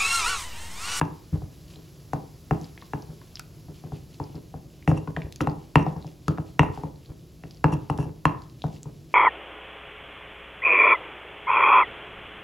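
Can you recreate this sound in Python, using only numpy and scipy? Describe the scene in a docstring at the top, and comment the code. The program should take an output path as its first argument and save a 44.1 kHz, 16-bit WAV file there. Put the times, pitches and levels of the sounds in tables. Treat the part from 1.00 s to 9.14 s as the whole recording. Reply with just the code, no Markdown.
"""Pounding salsa in a stone mortar

A stone pestle pounds and grinds wet salsa in a stone mortar on a kitchen table.
Blows and rebounds ring damped stone and table modes; grit and seeds crack as short noise bursts.
Skids and drags excite the stone with dense clicks; rolling through pulp is duller click noise.
Bubbles and air pockets are decaying sines. Small-room echoes, rumble and hiss lie around it."""
import sys
import numpy as np
from scipy import signal
from scipy.fft import rfft, irfft, next_fast_len
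from scipy.io import wavfile

SR = 44100
rng = np.random.default_rng(int(sys.argv[2]) if len(sys.argv) > 2 else 0)


def materialize(psi):
    """Save the field psi as 16-bit PCM at rate SR to the path in sys.argv[1].

    A 1-D psi becomes a single channel; in a 2-D psi each row is a channel.
    """
    bounded = np.clip(np.atleast_2d(psi).T, -1, 1)
    quanta = np.round(bounded * 32767).astype(np.int16)
    wavfile.write(sys.argv[1], SR, quanta)


N = 358974
TIME_S = np.arange(N) / SR

# low room rumble, relative spectrum: f/Hz, level/dB
RUMBLE_SPECTRUM = [(20, -5.5), (40, -4), (62, 0), (100, 0), (155, 3.5), (215, -10.5), (330, -7),
                   (480, -16.5), (700, -21.5), (1400, -54.5)]
# fine hiss, relative spectrum: f/Hz, level/dB
HISS_SPECTRUM = [(600, 2), (1000, 11.5), (1900, 4.5), (2700, 4.5), (5000, 9), (8000, 4), (12000, 7),
                 (16000, -1)]
# hiss over time: t/s, level/dB
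HISS_LEVEL = [(0, -59.5), (2, -59), (3.8, -62.5), (5.4, -63), (8.14, -64.5)]
# kitchen echoes: f/Hz, relative level/dB, t60/s, left-right likeness (clipped to 0..1)
KITCHEN_ECHOES = [(60, -6, 0.95, 0.94), (150, -16.5, 0.48, 1), (352, -1.5, 0.43, 0.21),
                  (950, -5, 0.38, 0.25), (1700, -13.5, 0.46, 0.51), (2540, -8.5, 0.29, 1),
                  (5000, -8, 0.099, 1), (13350, -25.5, .15, 0.85)]
# stereo phase: f/Hz, phase by which left leads/rad
STEREO_PHASE = [(0, 0), (80, .1), (300, .19), (650, .05), (900, .25), (1400, 1.2), (1750, .5), (2100, 0),
                (7500, 0), (8440, -2.7), (9560, -3.5), (10500, -5.9), (11600, -6.5), (13200, -9.4),
                (15000, -12.6)]
# stereo balance of the direct sound: f/Hz, left minus right/dB
STEREO_BALANCE = [(60, .7), (160, 1.2), (300, .3), (600, 5), (1300, 2.5), (2000, .5), (2500, 0)]
# pulp squeezed out from under the pestle: t/s, level/dB
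SQUEEZES = [(.69, -63), (1.59, -64), (2.74, -64), (2.92, -62), (5.06, -68), (5.72, -60.5), (7.72, -61)]
# large air pockets popping in the pulp: t/s, level before trim/dB, starting f/Hz
LARGE_POPS = [(1.777, -34.5, 1960), (1.8225, -36, 1000), (2.215, -44.5, 950), (2.356, -27.5, 4800),
              (2.3713, -35, 3000), (2.3957, -30, 1270), (3.8255, -43, 2080), (4.075, -33.5, 1280),
              (4.165, -23, 1700), (4.219, -30.5, 2130), (4.3245, -38, 3820), (5.0684, -37.5, 5000),
              (5.376, -34.5, 1257), (6.5095, -33.5, 4500), (7.62, -29, 3470), (7.8315, -29, 6750)]
# pestle rolling through pulp, relative spectrum: f/Hz, level/dB
RUB_SPECTRUM = [(120, -15), (300, 8), (480, 1.5), (800, -10), (1200, -13), (2000, -24.5), (5000, -38)]
# pestle dragging over bare stone: t/s, length/s, level/dB
DRAGS = [(3.874, 0.041, -37), (3.965, 0.021, -38.5), (4.404, 0.02, -35), (6.718, 0.027, -31.5),
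         (6.898, 0.0077, -33), (6.968, 0.096, -43)]
# skids and drags, relative spectrum: f/Hz, level/dB
GRIT_SPECTRUM = [(300, 2), (950, 10), (1700, -3.5), (2750, -8.5), (4000, -9.5), (5500, 4), (10400, 11.5),
                 (16000, -13.5)]
# seeds cracking under the pestle: t/s, level/dB
SEEDS = [(1.135, -33), (2.395, -20.5), (4.3245, -33.5), (4.36, -29.5), (4.4125, -25.5), (5.2817, -23.5),
         (6.977, -32.5), (7.2546, -19)]
# ringing of bare stone: f/Hz, relative level/dB, t60/s
BARE_STONE_MODES = [(2721, 3, 0.018), (5500, -19.5, 0.018), (7800, -29, 0.0047), (10000, -25, .01)]
# mortar and pestle, damped by hand and pulp: f/Hz, relative level/dB, t60/s, pitch wander/share
STONE_MODES = [(330, -5.5, 0.019, 0.1), (720, 2.5, 0.0026, 0.023), (1000, -9.5, 0.0093, 0.07),
               (1298, -10.5, 0.0093, 0.072), (1728, -11, 0.016, 0.066), (2010, -8, 0.0047, 0.017)]
# table under the heavy mortar: f/Hz, relative level/dB, t60/s
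TABLE_MODES = [(69, -2.5, 0.12), (99, -1.5, 0.2), (136.8, 8.5, 0.1), (160.2, 7.5, 0.12),
               (211.4, -10.5, 0.29), (283.4, -4, 0.1), (319.7, -9, 0.21), (414.8, -9, 0.3),
               (520, -6.5, 0.082)]
# pestle blows: t/s, table thump level before trim/dB, stone clack level/dB, hollow f/Hz, hardness f/Hz
BLOWS = [(0.012, -18, -10, 930, 1550), (0.3236, -15, -43, 330, 450), (0.358, -44, -37, 775, 1000),
         (0.417, -34.5, -36, 730, 1000), (0.762, -40, -48, 730, 1000), (1.1314, -21.5, -15, 780, 1190),
         (1.5082, -13, -13, 770, 1400), (1.933, -23, -19.5, 850, 1480), (2.087, -32.5, -52, 700, 1000),
         (2.682, -32.5, -44, 750, 1000), (2.8363, -29, -37.5, 740, 1000), (2.9186, -24.5, -32, 760, 1000),
         (3.1984, -24, -22, 900, 1050), (3.343, -30, -42, 780, 1000), (3.5387, -29.5, -30, 760, 930),
         (3.875, -9, -13.5, 780, 1800), (3.913, -13.5, -17, 760, 1210), (4.073, -23.5, -26, 1070, 1000),
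         (4.1688, -24, -21.5, 676, 1000), (4.231, -25.5, -63.5, 720, 1000),
         (4.4054, -17.5, -16, 1295, 1800), (4.415, -22.5, -16.5, 330, 490), (4.4705, -18, -11.5, 825, 1250),
         (4.755, -7, -1, 949, 1830), (4.863, -25.5, -16, 762, 950), (4.961, -26, -31.5, 905, 1000),
         (5.0432, -30, -33.5, 754, 1000), (5.2797, -14, -14.5, 1284, 1375),
         (5.3816, -24.5, -23.5, 722, 1265), (5.5923, -8, -2.5, 957, 1890), (5.63, -28.5, -12.5, 870, 1240),
         (5.773, -29.5, -26.5, 827, 950), (5.8334, -23, -23.5, 910, 950), (6.087, -30, -69, 788, 893),
         (6.4355, -35, -34, 695, 1900), (6.6409, -10, -5.5, 904, 1500), (6.723, -17.5, -20.5, 850, 1260),
         (6.8973, -17, -14, 855, 1330), (6.985, -17, -24, 875, 1240), (7.053, -26, -35.5, 850, 1000),
         (7.2525, -14.5, -4, 1036, 1660), (7.6385, -18.5, -19, 717, 1000), (7.854, -28, -37, 950, 1000)]
# rebound and settling after every blow: delay/s, thump change/dB, clack change/dB
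REBOUNDS = [(.038, -14, -25), (.098, -15.5, -25.5)]

RUMBLE_DB = -47.5
SQUEEZE_S = 0.071
POP_CYCLES = 22  # t60 in cycles of the starting pitch
SMALL_POPS_PER_S, SMALL_POP_DB, SMALL_POP_HZ = 3, -44.5, 4400  # level before trim; means of the spread
# roll: length, level after a 0 dB thump setting, dB per dB of thump
ROLL_S, ROLL_DB, ROLL_DB_PER_DB = 0.052, -30, 0.6
SKID_S, SKID_DB = 0.083, -35  # level re ring of bare stone
CRACK_DB = -22.5  # grit crushed by a blow, re its clack
# hard contact cuts through pulp: ring re clack at BARE_HZ, rise per octave of hardness
BARE_HZ, BARE_DB, BARE_DB_PER_OCTAVE = 1800, -11, 27
REBOUND_HARDNESS, REBOUND_JITTER = 0.7, 0.08  # share of blow hardness; delay deviation as a share


def from_db(db):
    """Decibels to gain."""
    return 10 ** (np.asarray(db) / 20)


def rms_one(x):
    """Scale to rms 1."""
    return x / np.sqrt(np.mean(x ** 2) + 1e-20)


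def peak_one(x):
    """Scale to peak 1."""
    return x / np.max(np.abs(x))


def at_hz(points, hz, axis=1):
    """Read one table column on a log-frequency axis."""
    rows = np.array(points, float)
    return np.interp(np.log(hz + 1), np.log(np.abs(rows[:, 0]) + 1), rows[:, axis])


def filtered(x, response):
    """Pass x through a response given as a function of Hz."""
    size = next_fast_len(x.shape[-1] + SR // 10)
    spectrum = rfft(x, size) * response(np.fft.rfftfreq(size, 1 / SR))
    return irfft(spectrum, size)[..., :x.shape[-1]]


def coloured(x, spectrum):
    """Give x a spectrum; rms 1."""
    return rms_one(filtered(x, lambda hz: from_db(at_hz(spectrum, hz))))


def low_pass(x, hz, order=2):
    """Causal low-pass."""
    return signal.sosfilt(signal.butter(order, min(hz, 0.45 * SR), fs=SR, output="sos"), x)


def high_pass(x, hz, order=2):
    """Causal high-pass."""
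    return signal.sosfilt(signal.butter(order, hz, "high", fs=SR, output="sos"), x)


def add(track, start_s, sound):
    """Mix a sound into a track at start_s."""
    start = max(0, round(start_s * SR))
    track[start:start + len(sound)] += sound[:max(0, N - start)]


def decay(t, t60_s):
    """Exponential fall of 60 dB in t60_s."""
    return np.exp(-np.log(1000) * t / t60_s)


def ring(t, hz, t60_s):
    """A struck mode: decaying sine."""
    return np.sin(2 * np.pi * hz * t) * decay(t, t60_s)


def strokes(rows):
    """Envelope of strokes that swell and fade: t/s, length/s, level/dB."""
    envelope = np.zeros(N)
    for start_s, length_s, db in rows:
        phase = np.linspace(-1, 1, max(3, int(length_s * SR)))
        add(envelope, start_s, from_db(db) * np.sqrt(1 - phase ** 2))
    return envelope


def grains(per_s, spread_db):
    """Random clicks of uneven size and either sign."""
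    present = rng.random(N) < per_s / SR
    sign = rng.choice([-1, 1], N)
    return present * sign * from_db(spread_db * np.minimum(rng.exponential(1, N), 4))


def background(rumble_side_db=-16, hiss_side_db=-20):
    """Low room rumble and fine hiss: shaped noise, nearly the same left and right."""
    def air(spectrum, side_db):
        mid, side = coloured(rng.standard_normal((2, N)), spectrum)
        return mid + from_db(side_db) * side * [[1], [-1]]
    hiss_db = np.interp(TIME_S, *np.transpose(HISS_LEVEL))
    rumble = from_db(RUMBLE_DB) * air(RUMBLE_SPECTRUM, rumble_side_db)
    return rumble + from_db(hiss_db) * air(HISS_SPECTRUM, hiss_side_db)


def kitchen(x, gap_s=0.0017):
    """Diffuse echoes of a small room: stereo noise dying band by band."""
    t = TIME_S[:SR // 2]
    edges_hz = np.geomspace(45, 17000, 18)
    white, tail = rng.standard_normal((2, 2, len(t))), 0
    onset = np.clip(t / gap_s - 1, 0, 1)  # silent for one gap, full after two
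    for k, band in enumerate(zip(edges_hz, edges_hz[1:])):
        hz = np.sqrt(band[0] * band[1])
        band_pass = signal.butter(2, band, "band", fs=SR, output="sos")
        mid, side = signal.sosfilt(band_pass, white[k % 2])  # neighbours use separate noise
        alike = np.clip(at_hz(KITCHEN_ECHOES, hz, axis=3), 0, 1)
        fade = decay(t, at_hz(KITCHEN_ECHOES, hz, axis=2)) * onset
        pair = np.sqrt((1 + alike) / 2) * mid + np.sqrt((1 - alike) / 2) * side * [[1], [-1]]
        tail = tail + from_db(at_hz(KITCHEN_ECHOES, hz)) * pair * fade / np.linalg.norm(fade)
    return signal.fftconvolve(x[None], tail, axes=1)[:, :N]


def squelching(per_s=1800, spread_db=1.5, cycles=9, low_hz=2600, high_hz=11000,
               idle_db=-67, churn_hz=7, churn_db=3):
    """Tiny bubbles ring as they burst; the level wanders as pulp churns and swells where squeezed."""
    pitches = 14
    clicks, dealt = grains(per_s, spread_db), rng.integers(0, pitches, N)
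    bubbles = np.zeros(N)
    for k, hz in enumerate(np.geomspace(low_hz, high_hz, pitches)):
        bubble = ring(TIME_S[:SR // 50], hz, cycles / hz)
        bubbles += signal.oaconvolve(clicks * (dealt == k), bubble)[:N]
    squeezes = [(s, SQUEEZE_S, db) for s, db in SQUEEZES]
    churn = rms_one(low_pass(rng.standard_normal(N), churn_hz))
    return rms_one(bubbles) * (strokes(squeezes) + from_db(idle_db + churn_db * churn))


def pops(rise=0.3, rough=0.66, flutter_hz=900, spread_octaves=0.27, spread_db=3, trim_db=1):
    """An opening air pocket rings unevenly and rises in pitch as it dies; small ones open at random."""
    out, t = np.zeros(N), TIME_S[:SR // 10]
    times_s = TIME_S[rng.random(N) < SMALL_POPS_PER_S / SR]
    chances = rng.standard_normal((len(times_s), 2))
    small = [(s, SMALL_POP_DB + spread_db * a, SMALL_POP_HZ * 2 ** (spread_octaves * b))
             for s, (a, b) in zip(times_s, chances)]
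    for s, db, hz in list(LARGE_POPS) + small:
        t60_s = POP_CYCLES / hz
        flutter = 1 + rough * rms_one(low_pass(rng.standard_normal(len(t)), flutter_hz))
        rising_t = t * (1 + rise * t / t60_s)
        add(out, s, from_db(db + trim_db) * flutter * ring(rising_t, hz, t60_s * (1 + rise)))
    return out


def rubbing(per_s=900, spread_db=3.0):
    """Dull little bumps as the pestle rolls over seeds and skins after each blow."""
    rolls = [(s, ROLL_S, ROLL_DB + ROLL_DB_PER_DB * thump_db) for s, thump_db, *_ in BLOWS]
    return strokes(rolls) * coloured(grains(per_s, spread_db), RUB_SPECTRUM)


def bare_db(clack_db, hard_hz):
    """How loudly a contact rings the bare stone."""
    return clack_db + BARE_DB + BARE_DB_PER_OCTAVE * np.log2(hard_hz / BARE_HZ)


def grinding(per_s=1100, spread_db=2.5):
    """Dense tiny slips under the skidding or dragging pestle keep the stone ringing."""
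    t = TIME_S[:SR // 20]
    stone = sum(from_db(db) * ring(t, hz, t60_s)
                for hz, db, t60_s, *_ in STONE_MODES + BARE_STONE_MODES)
    rasp = signal.oaconvolve(grains(per_s, spread_db), stone)[:N]
    skids = [(s, SKID_S, bare_db(clack_db, hard_hz) + SKID_DB)
             for s, _, clack_db, _, hard_hz in BLOWS]
    return (strokes(skids) + strokes(DRAGS)) * coloured(rasp, GRIT_SPECTRUM)


def crunches(t60_s=0.0063, edge_hz=2600, top_hz=8500, lag_s=0.0016):
    """Grit under each blow and single seeds crack in bright noise bursts a few milliseconds long."""
    out, t = np.zeros(N), TIME_S[:SR // 20]
    grit = [(s + lag_s, clack_db + CRACK_DB) for s, _, clack_db, *_ in BLOWS]
    cracks = list(SEEDS) + grit
    bursts = high_pass(rng.standard_normal((len(cracks), len(t))), edge_hz)
    for (s, db), burst in zip(cracks, low_pass(bursts, top_hz)):
        add(out, s, from_db(db) * peak_one(burst * decay(t, t60_s)))
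    return out


def pings(hits, lag_s=0.001367):
    """Bare stone rings briefly, louder under harder contacts."""
    out, t = np.zeros(N), TIME_S[:SR // 20]
    ping = peak_one(sum(from_db(db) * ring(t, hz, t60_s) for hz, db, t60_s in BARE_STONE_MODES))
    for s, _, clack_db, _, hard_hz in hits:
        add(out, s + lag_s, from_db(bare_db(clack_db, hard_hz)) * ping)
    return out


def thumps(hits, vary_db=2.5, soft_hz=600, softening=0.53, lag_s=0.003374, trim_db=1):
    """The weight of each contact rings the table; neighbouring modes swing against each other."""
    out, t = np.zeros(N), TIME_S[:SR // 3]
    modes = np.array([(-1) ** k * from_db(db) * ring(t, hz, t60_s)
                      for k, (hz, db, t60_s) in enumerate(TABLE_MODES)])
    strengths = from_db(vary_db * rng.standard_normal((len(hits), len(TABLE_MODES))))
    for (s, thump_db, clack_db, *_), strength in zip(hits, strengths):
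        # a blow on pulp is slower than one on stone and misses the upper modes
        cutoff_hz = soft_hz * from_db(softening * (clack_db - thump_db))
        thud = low_pass(strength @ modes, cutoff_hz)
        add(out, s + lag_s, from_db(thump_db + trim_db) * peak_one(thud))
    return out


def clacks(hits, vary_db=1.2, hollow_t60_s=0.018, sharpness=2.17, bending=0.0834, lead_s=0.00045):
    """Stone meets stone: the hollow under the pestle rings at its pitch; pulp cushions the treble."""
    out, t = np.zeros(N), TIME_S[:SR // 20]
    chances = rng.standard_normal((len(hits), len(STONE_MODES), 2))
    for (s, _, clack_db, hollow_hz, hard_hz), chance in zip(hits, chances):
        # each spot of the bowl and each grip weights and shifts the modes differently
        stone = sum(from_db(db + vary_db * a) * ring(t, hz * (1 + wander * b), t60_s)
                    for (hz, db, t60_s, wander), (a, b) in zip(STONE_MODES, chance))
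        hit = stone + ring(t, hollow_hz, hollow_t60_s)
        # springy contact: resonates at its hardness, passes little above
        hit = filtered(hit, lambda f: 1 / (1 - (f / hard_hz) ** 2 + 1j * f / (hard_hz * sharpness)))
        hit = low_pass(hit, 2 * hard_hz)
        # bending waves: delay/s = bending / sqrt(f/Hz), so the knock sweeps downward
        hit = filtered(hit, lambda f: np.exp(-4j * np.pi * bending * np.sqrt(f)))
        add(out, s - lead_s, from_db(clack_db) * peak_one(hit))
    return out


def contacts():
    """Every blow and its softer rebounds, in the columns of BLOWS."""
    rows = []
    for blow, chance in zip(BLOWS, rng.standard_normal((len(BLOWS), len(REBOUNDS)))):
        s, thump_db, clack_db, hz, hard_hz = blow
        rows.append(blow)
        for (delay_s, thump_change_db, clack_change_db), late in zip(REBOUNDS, chance):
            rebound_s = s + delay_s * (1 + REBOUND_JITTER * late)
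            rows.append((rebound_s, thump_db + thump_change_db, clack_db + clack_change_db,
                         hz, hard_hz * REBOUND_HARDNESS))
    return rows


def scene():
    """The mortar stands close and a little to the left, with room echoes and background."""
    hits = contacts()
    mortar = thumps(hits) + clacks(hits) + pings(hits) + crunches()
    mortar = mortar + grinding() + rubbing() + squelching() + pops()
    direct = filtered(mortar, lambda hz: from_db(at_hz(STEREO_BALANCE, hz) * [[0.5], [-0.5]]))
    return direct + kitchen(mortar) + background()


def record(dry, low_cut_hz=38, top_cut_hz=16200):
    """Left and right differ in phase, most in the treble; the deepest bass and the top are cut."""
    pair = filtered(dry, lambda hz: np.exp(1j * at_hz(STEREO_PHASE, hz) * [[0], [-1]]))
    pair = high_pass(pair, low_cut_hz, order=3)
    return signal.sosfilt(signal.ellip(10, 0.1, 80, top_cut_hz, fs=SR, output="sos"), pair)


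dry = scene()
out = record(dry)
materialize(out)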